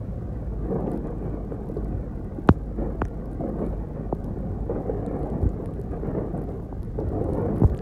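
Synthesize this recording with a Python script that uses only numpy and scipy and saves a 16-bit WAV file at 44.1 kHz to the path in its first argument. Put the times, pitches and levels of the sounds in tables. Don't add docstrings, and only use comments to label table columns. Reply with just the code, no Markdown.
import sys
import numpy as np
from scipy import signal
from scipy.fft import rfft, irfft, next_fast_len
from scipy.io import wavfile
from scipy.ndimage import uniform_filter1d

SR = 44100
rng = np.random.default_rng(int(sys.argv[2]) if len(sys.argv) > 2 else 0)


def to_wav(sig):
    pcm = np.clip(np.atleast_2d(sig), -1, 1) * 32767
    pcm = np.round(pcm).astype(np.int16)
    wavfile.write(sys.argv[1], SR, pcm.T)


N = 344421
TIME = np.arange(N) / SR


def from_db(db):
    return 10 ** (np.asarray(db) / 20)


def rms_one(x):
    return x / np.sqrt(np.mean(x ** 2) + 1e-20)


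def in_time(rows):
    t_s, *columns = np.transpose(rows)
    return [np.interp(TIME, t_s, column) for column in columns]


def gain_at(spectrum, hz):
    points_hz, db = np.transpose(spectrum)
    below = np.minimum(1, hz / points_hz[0])
    above = np.minimum(1, points_hz[-1] / hz)
    return from_db(np.interp(np.log(hz), np.log(points_hz), db)) * (below * above) ** 4


def dispersed(hz, sweep_s):
    delay_s = sweep_s * (1000 / np.maximum(hz, 45)) ** 0.8
    bin_hz = hz[-1] - hz[-2]
    return np.exp(-2j * np.pi * np.cumsum(delay_s) * bin_hz)


def coloured(x, spectrum, sweep_s=0.0):
    size = next_fast_len(N + 4096)
    hz = np.maximum(np.fft.rfftfreq(size, 1 / SR), 1)
    response = gain_at(spectrum, hz) * dispersed(hz, sweep_s)
    return rms_one(irfft(rfft(x, size) * response, size)[:N])


def drift(corner_hz):
    step, settle = 40, 2000
    r = np.exp(-2 * np.pi * corner_hz * step / SR)
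    noise = rng.standard_normal(N // step + settle + 2)
    slow = signal.lfilter([1], [1, -2 * r, r * r], noise)[settle:]
    return np.interp(np.arange(N) / step, np.arange(len(slow)), rms_one(slow))


def resonance(x, hz, width_hz):
    r = np.exp(-np.pi * width_hz / SR)
    zeros = np.array([1, 0, -1]) * (1 - r * r) / 2
    poles = [1, -2 * r * np.cos(2 * np.pi * hz / SR), r * r]
    return signal.lfilter(zeros, poles, x)


def grains(per_s, spread_db):
    sizes = from_db(spread_db * np.minimum(rng.exponential(1, N), 4))
    signs = rng.choice([-1, 1], N)
    return sizes * signs * (rng.random(N) < per_s / SR)


def evened(x, span_s=0.052):
    power = uniform_filter1d(x * x, int(span_s * SR))
    return x / np.sqrt(np.maximum(power, 0) + 1e-6)


def crack(hz, width_hz, decay_s, click=5.2):
    t = TIME[:SR // 10]
    contact = click * (t == 0) + rng.standard_normal(len(t)) * np.exp(-t / decay_s)
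    burst = resonance(resonance(contact, hz, width_hz), hz, width_hz)
    return burst / np.abs(burst).max()


def muffled(x, edge_hz=1750.0):
    return signal.sosfilt(signal.butter(6, edge_hz, fs=SR, output="sos"), x)


def add(out, s, sound):
    at = int(np.clip(round(s * SR), 0, N - 1))
    out[at:at + len(sound)] += sound[:N - at]


# [t/s, rel. level/dB]
CONTACT = [(0.0, -2), (0.5, 0), (1.3, -1), (2.1, 0), (2.65, -1.5), (3.3, 0.5), (4.5, -1), (5.5, 0),
           (6.5, -0.5), (6.66, -3.5), (6.94, -2.5), (7.1, 3), (7.81, -1.5)]
# [t/s, length/s, attack/s, rel. grind level/dB, rel. grit level/dB, frame growl level/dB]
SCRAPES = [(0.586, 0.24, 0.087, -33, -49, -34.5), (0.68, 0.12, 0.018, -32, -53, -30),
           (0.814, 0.16, 0.04, -34, -50.5, -31), (1.024, 0.038, 0.041, -32.5, -47, -34.5),
           (1.202, 0.054, 0.015, -36, -49, -35.5), (1.318, 0.041, 0.015, -36.5, -53, -38),
           (1.496, 0.041, 0.0083, -37, -55, -49), (1.666, 0.28, 0.071, -45.5, -57, -37),
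           (1.751, 0.024, 0.015, -35.5, -53, -38), (2.773, 0.095, 0.011, -32, -48, -32.5),
           (3.393, 0.094, 0.0063, -33, -54, -32), (3.524, 0.11, 0.08, -30.5, -45.5, -30),
           (3.941, 0.033, 0.021, -36, -48.5, -33), (4.21, 0.4, 0.035, -42, -64, -35.5),
           (4.689, 0.13, 0.0071, -32.5, -48.5, -37), (4.83, 0.19, 0.062, -31.5, -47, -37.5),
           (5.022, 0.24, 0.075, -31.5, -49, -35.5), (5.266, 0.074, 0.043, -37.5, -53, -31),
           (5.362, 0.053, 0.07, -31, -53, -31), (5.574, 0.12, 0.012, -41, -61, -41),
           (5.9, 0.032, 0.022, -33, -45.5, -56), (6.034, 0.059, 0.02, -32.5, -45, -30.5),
           (6.141, 0.059, 0.012, -29.5, -45, -32.5), (6.332, 0.046, 0.0088, -33.5, -49.5, -32),
           (6.478, 0.022, 0.012, -32.5, -50.5, -38), (6.977, 0.027, 0.0027, -31.5, -57, -34.5),
           (7.092, 0.19, 0.037, -29.5, -53, -38), (7.278, 0.17, 0.047, -27.5, -44, -31.5),
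           (7.452, 0.15, 0.039, -32, -45, -28), (7.643, 0.12, 0.056, -36.5, -50.5, -40)]
# [rel. grind level/dB, rel. grit level/dB, frame growl level/dB]
SLIDE_DB = (-41.6, -53.5, -37.5)


def bites(release_s=0.083, sag_db_per_s=5, lump_db=0.6, lump_hz=17):
    contact_db, = in_time(CONTACT)
    power = np.outer(from_db(SLIDE_DB), from_db(contact_db)) ** 2
    for s, length_s, attack_s, *levels_db in SCRAPES:
        age_s = np.maximum(TIME - s, 0)
        build = np.minimum(age_s / attack_s, 1)
        sag = from_db(-sag_db_per_s * age_s)
        release = np.exp(-np.maximum(age_s - length_s, 0) / release_s)
        power = power + np.outer(from_db(levels_db), build * sag * release) ** 2
    uneven_snow_db = lump_db * drift(lump_hz)
    return 10 * np.log10(power) + uneven_snow_db


# [f/Hz, width/Hz, rel. level/dB]
BLADE_MODES = [(285.4, 40.4, -2), (339, 69, -0.5), (388, 46.6, 1), (454, 47.3, -0.5), (529.6, 50.6, -2),
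               (606, 96, -7.5), (715, 72, -7), (797, 81, -10.5), (1057, 175, -16.5)]
# [f/Hz, rel. level/dB]
GRIND = [(200, -21.5), (270, 6), (800, 1.1), (1200, -3.5), (1500, -13.5), (2100, -41)]
# [f/Hz, rel. level/dB]
GRIT = [(600, -2.5), (950, 0), (1300, -1.5), (1650, -6), (1900, -9.5), (2150, -14), (2450, -19.5),
        (2900, -28), (4000, -43), (6000, -54)]


def blade(grind_db, grit_db, slip_db=1.36, shift_db=2.0, grit_trim_db=-4.0, patchy_db=1.53):
    slip = slip_db * drift(85)
    stones = grains(1200, spread_db=2.0)
    ringing = np.zeros(N)
    for k, (hz, width_hz, db) in enumerate(BLADE_MODES):
        mode_gain = (-1) ** k * from_db(db + shift_db * drift(6.9))
        ringing += mode_gain * resonance(stones, hz, width_hz)
    grind = evened(coloured(ringing, GRIND, sweep_s=0.00197))

    sand = stones + 0.36 * grains(4000, spread_db=5.5)
    plate = np.zeros(N)
    for k, hz in enumerate(np.geomspace(700, 5000, 18)):
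        mode_gain = (-1) ** k * from_db(patchy_db * drift(6.6))
        plate += mode_gain * resonance(sand, hz, hz / 6)
    grit = evened(coloured(plate, GRIT, sweep_s=0.001928))
    return from_db(grind_db + slip) * grind + from_db(grit_db + grit_trim_db + 0.19 * slip) * grit


# [t/s, rel. level/dB, rel. low thud level/dB, top f/Hz, sweep time at 1 kHz/s]
KNOCKS = [(2.4888, 25, 8, 6500, 0.0017), (3.0167, 17, -0.5, 2970, 0.00222), (4.1236, 21.5, -7, 750, 0.0029),
          (5.4256, 7, 7, 592, 0.0014), (5.4543, 13, 4, 500, 0.001), (6.7250, 7.5, -8, 830, 0.002),
          (7.6167, 11, 17.5, 885, 0.00159), (7.6338, 12, 17, 955, 0.0016), (7.6358, 12, 16, 600, 0.0016),
          (7.643, 10.5, -5, 1020, 0.00114)]
# [f/Hz, rel. level/dB]
KNOCK_COLOUR = [(45, -34), (70, -9), (95, 4), (135, 8.5), (200, 7), (390, 6), (570, -2), (800, 1.5),
                (1450, -3), (1800, -13), (2450, -19), (3150, -25), (3700, -25.5), (5500, -41), (12000, -38)]


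def knocks(thud_hz=335.0, notch_hz=2110.0, notch_width=0.1):
    out, size = np.zeros(N), 8192
    hz = np.maximum(np.fft.rfftfreq(size, 1 / SR), 1)
    lead = 220
    onset = np.minimum(2 * np.arange(size // 2) / lead, 1) ** 2
    notch = np.tanh(np.abs(np.log(hz / notch_hz)) / notch_width) ** 2
    for s, level_db, thud_db, top_hz, sweep_s in KNOCKS:
        thud = thud_db / (1 + (hz / thud_hz) ** 4)
        softness = 1 / np.sqrt(1 + (hz / top_hz) ** 10)
        gain = from_db(level_db + thud) * gain_at(KNOCK_COLOUR, hz) * softness * notch
        wave = np.roll(irfft(gain * dispersed(hz, sweep_s)), lead)[:size // 2]
        add(out, s - lead / SR, onset * wave)
    return out


# [t/s, rel. ring level/dB, ring f/Hz, ring decay/s, rel. clack level/dB]
CLUNKS = [(0.657, -32, 447, 0.007, -45), (0.715, -22.5, 460, 0.024, -48), (0.877, -17.5, 336, 0.0036, -40),
          (0.924, -27, 298, 0.0069, -47), (1.520, -20.5, 467, 0.004, -37), (1.697, -21.5, 460, 0.0034, -51),
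          (1.766, -18.5, 411, 0.0097, -49), (2.385, -20, 303, 0.004, -52), (3.405, -27, 674, 0.017, -48),
          (3.436, -24, 550, 0.0095, -41), (3.585, -38, 487, 0.007, -43), (4.694, -20, 472, 0.016, -47),
          (4.761, -21, 440, 0.0084, -34.5), (4.895, -14, 451, 0.0068, -38),
          (5.143, -24.5, 483, 0.0094, -43), (5.599, -23.5, 370, 0.0072, -53), (5.791, -23, 395, 0.009, -43),
          (6.032, -19.5, 396, 0.0046, -36), (6.148, -18.5, 430, 0.0062, -35),
          (6.22, -25.5, 376, 0.0089, -42), (6.598, -30, 418, 0.0039, -41), (6.987, -20.5, 450, 0.0057, -35),
          (7.211, -18.5, 480, 0.011, -52), (7.286, -20.5, 410, 0.01, -37)]


def clunks(attack_s=0.002, clack_s=0.0037, clack_hz=920.0, clack_width_hz=890.0):
    out, t = np.zeros(N), TIME[:SR // 10]
    for s, ring_db, hz, decay_s, clack_db in CLUNKS:
        attack = np.minimum(t / attack_s, 1)
        envelope = attack * np.exp(-np.maximum(t - attack_s, 0) / decay_s)
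        add(out, s, from_db(ring_db) * envelope * np.sin(2 * np.pi * hz * t))
        add(out, s, from_db(clack_db) * crack(clack_hz, clack_width_hz, clack_s))
    return muffled(out)


def crunches(base_db=-60, follows=0.85, centre_hz=1100, width_hz=3500.0, decay_s=0.01):
    out = np.zeros(N)
    for s, level_db, thud_db, *_ in KNOCKS:
        crunch_db = base_db + follows * (level_db + thud_db)
        add(out, s, from_db(crunch_db) * crack(centre_hz, width_hz, decay_s))
    return muffled(out)


# [t/s, envelope peak level/dB, f/Hz, swell time/s]
THUMPS = [(1.929, -22, 99, 0.017), (2.497, -7.5, 96.5, 0.01), (3.023, -24, 85.5, 0.013),
          (4.488, -24.5, 93, 0.03), (5.425, -14.5, 74, 0.012), (5.457, -13.5, 76.4, 0.0097),
          (7.072, -19.5, 70.5, 0.013), (7.646, -6, 73, 0.0075), (7.702, -20.5, 69, 0.017)]


def low_thumps():
    out, t = np.zeros(N), TIME[:SR // 10]
    for s, level_db, hz, swell_s in THUMPS:
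        envelope = t / swell_s * np.exp(0.5 - 0.5 * (t / swell_s) ** 2)
        add(out, s, from_db(level_db) * envelope * np.sin(2 * np.pi * hz * t))
    return out


# [t/s, rel. level/dB]
ENGINE = [(0.0, -33), (0.35, -32), (0.6, -29), (0.9, -36), (1.25, -28.5), (1.7, -34), (1.95, -27),
          (2.4, -36), (2.92, -23.5), (3.27, -34), (3.65, -27.5), (4.1, -30.5), (4.37, -33.5), (4.85, -24.5),
          (5.35, -31.5), (6.25, -31), (6.8, -33.5), (7.1, -29.5), (7.81, -34)]


def engine(order_hz=51.04, drone_trim_db=-5.5, wobble_hz=1.33, shake_db=-42.0, shake_hz=32.8):
    level_db, = in_time(ENGINE)
    waver = 1 + 0.33 * drift(7.2)
    phase = 2 * np.pi * np.cumsum(order_hz + wobble_hz * drift(2.9)) / SR
    drone = np.sqrt(2) * np.sin(phase) * waver
    shake = resonance(resonance(rng.standard_normal(N), shake_hz, 15.0), shake_hz, 15.0)
    return from_db(level_db + drone_trim_db) * drone + from_db(shake_db) * rms_one(shake)


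# [t/s, rel. rumble level/dB]
ROAD = [(0.0, -36), (1.13, -42.5), (1.26, -40.5), (3.35, -43), (3.57, -41.5), (5.37, -39), (5.55, -38.5),
        (6.68, -41.5), (7.16, -34.5), (7.81, -36.5)]


def road_level():
    rumble_db, = in_time(ROAD)
    return rumble_db


# [f/Hz, rel. level/dB]
RUMBLE = [(25, -35), (42, -9), (62, 4), (80, -0.5), (108, 4.5), (135, -7.5), (190, -9.5)]
# [f/Hz, rel. level/dB]
GROWL = [(105, -25), (140, 4.5), (170, 2), (210, 1.5), (250, -2), (310, -7.5)]


def road(rumble_db, growl_db, rumble_trim_db=4.5):
    rumble = evened(coloured(rng.standard_normal(N), RUMBLE), span_s=0.47)
    growl = evened(coloured(grains(700, spread_db=2.0), GROWL), span_s=0.14)
    return from_db(rumble_db + rumble_trim_db) * rumble + from_db(growl_db) * growl


# [t/s, snap peak level/dB, snap f/Hz, body peak level/dB, body f/Hz]
TICKS = [(0.872, -68, 9600, -47, 2400), (0.9174, -39.5, 9900, -49, 3700), (0.9348, -48, 10800, -51, 4500),
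         (0.976, -48, 10500, -50, 3200), (1.072, -48, 7940, -50, 3400), (1.689, -48, 10700, -51, 3200),
         (1.771, -54, 9000, -49, 3800), (1.846, -51, 10500, -50, 4200), (2.4755, -41, 9200, -46, 1500),
         (3.0172, -47, 4280, -35, 2000), (3.053, -39, 5300, -34, 1700), (3.0835, -49, 10400, -53, 3100),
         (3.2572, -49, 10600, -51, 4300), (3.332, -50, 9000, -56, 3800), (3.494, -49, 10800, -56, 3300),
         (3.6647, -48, 8900, -51, 3500), (4.15, -53, 11300, -51, 3300), (4.2436, -42, 10400, -45, 4000),
         (5.064, -39.5, 8000, -46, 3500), (5.192, -48, 11000, -57, 4000), (5.2311, -50, 10500, -50, 2900),
         (5.301, -47, 8000, -48, 2900), (5.43, -48, 9400, -50, 3800), (5.492, -45, 7260, -50, 3100),
         (5.6591, -43, 9500, -40, 1420), (5.7388, -52, 8900, -49.5, 2600), (5.799, -49, 10200, -62, 3500),
         (5.815, -45, 11000, -48, 4000), (6.3776, -46, 8900, -57, 3600), (6.419, -48, 10500, -54, 3800),
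         (6.439, -49, 11600, -57, 3100), (6.4903, -62, 9700, -49, 2980), (6.8313, -45, 10800, -46.5, 3800),
         (6.849, -48, 10500, -55, 3800), (7.0021, -50, 9000, -48, 4400), (7.089, -48, 10000, -50, 3800),
         (7.2425, -48, 9000, -48, 4000), (7.3346, -39, 8800, -44, 3500), (7.348, -47, 9500, -50, 3800),
         (7.562, -47, 11000, -56, 3800), (7.568, -51, 9000, -47, 2600), (7.583, -40, 11400, -52, 4000),
         (7.599, -46, 9900, -48, 3200), (7.699, -48, 12400, -45, 3500), (7.748, -46, 9500, -39.5, 1800),
         (7.7724, -54, 9500, -43, 2000), (7.778, -41.5, 7650, -58, 3500), (7.7902, -53, 9500, -37, 1680)]


def ticks(load_db, jolt_db, snap_s=0.00079, snap_width_hz=3900.0, body_s=0.00064,
          faint_snap_db=-58.5, faint_body_db=-60.0, faint_per_s=46.0):
    out = np.zeros(N)
    for s, snap_db, snap_hz, body_db, body_hz in TICKS:
        add(out, s, from_db(snap_db) * crack(snap_hz, snap_width_hz, snap_s))
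        add(out, s, from_db(body_db) * crack(body_hz, body_hz, body_s))
    fade = np.exp(-TIME[:SR // 100] / snap_s)
    shaking = from_db(0.63 * load_db + 0.54 * jolt_db + 3.2 * drift(6.5))
    strikes = np.abs(grains(faint_per_s * shaking, spread_db=-0.5))
    scuffs = signal.lfilter(fade, 1, strikes) * rng.standard_normal(N)
    faint_snaps = from_db(faint_snap_db) * resonance(scuffs, 9300.0, 8000.0)
    faint_bodies = from_db(faint_body_db) * resonance(scuffs, 3500.0, 2500.0)
    return out + faint_snaps + faint_bodies


def fizz(base_db=-93, follows=0.87, length_s=0.055, centre_hz=5430.0, width_hz=7200.0):
    power = np.zeros(N)
    for s, level_db, thud_db, *_ in KNOCKS:
        fade = (TIME > s) / (1 + ((TIME - s) / length_s) ** 8)
        power += (from_db(base_db + follows * (level_db + thud_db)) * fade) ** 2
    return np.sqrt(power) * rms_one(resonance(rng.standard_normal(N), centre_hz, width_hz))


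# [f/Hz, rel. level/dB]
HISS = [(1500, 11.5), (3000, 5), (4200, 3.5), (5500, 1.5), (9000, -1.5), (12000, -4.5), (16000, -4)]


def hiss(jolt_db, level_db=-71.5, follows=0.2):
    return from_db(level_db + follows * jolt_db) * coloured(rng.standard_normal(N), HISS)


def scene():
    grind_db, grit_db, growl_db = bites()
    rumble_db = road_level()
    load_db = grind_db - grind_db.mean()
    jolt_db = rumble_db - rumble_db.mean()
    plough = blade(grind_db, grit_db) + knocks() + clunks() + crunches()
    lows = low_thumps() + engine() + road(rumble_db, growl_db)
    treble = ticks(load_db, jolt_db) + fizz() + hiss(jolt_db)
    return (plough + lows + treble)[None]


def record(dry, bass_hz=20, cutoff_hz=15900):
    x = signal.sosfilt(signal.butter(2, bass_hz, "high", fs=SR, output="sos"), dry)
    top_cut = signal.ellip(10, 0.1, 80, cutoff_hz, fs=SR, output="sos")
    return signal.sosfilt(top_cut, np.clip(x, -1, 1))


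dry = scene()
out = record(dry)
to_wav(out)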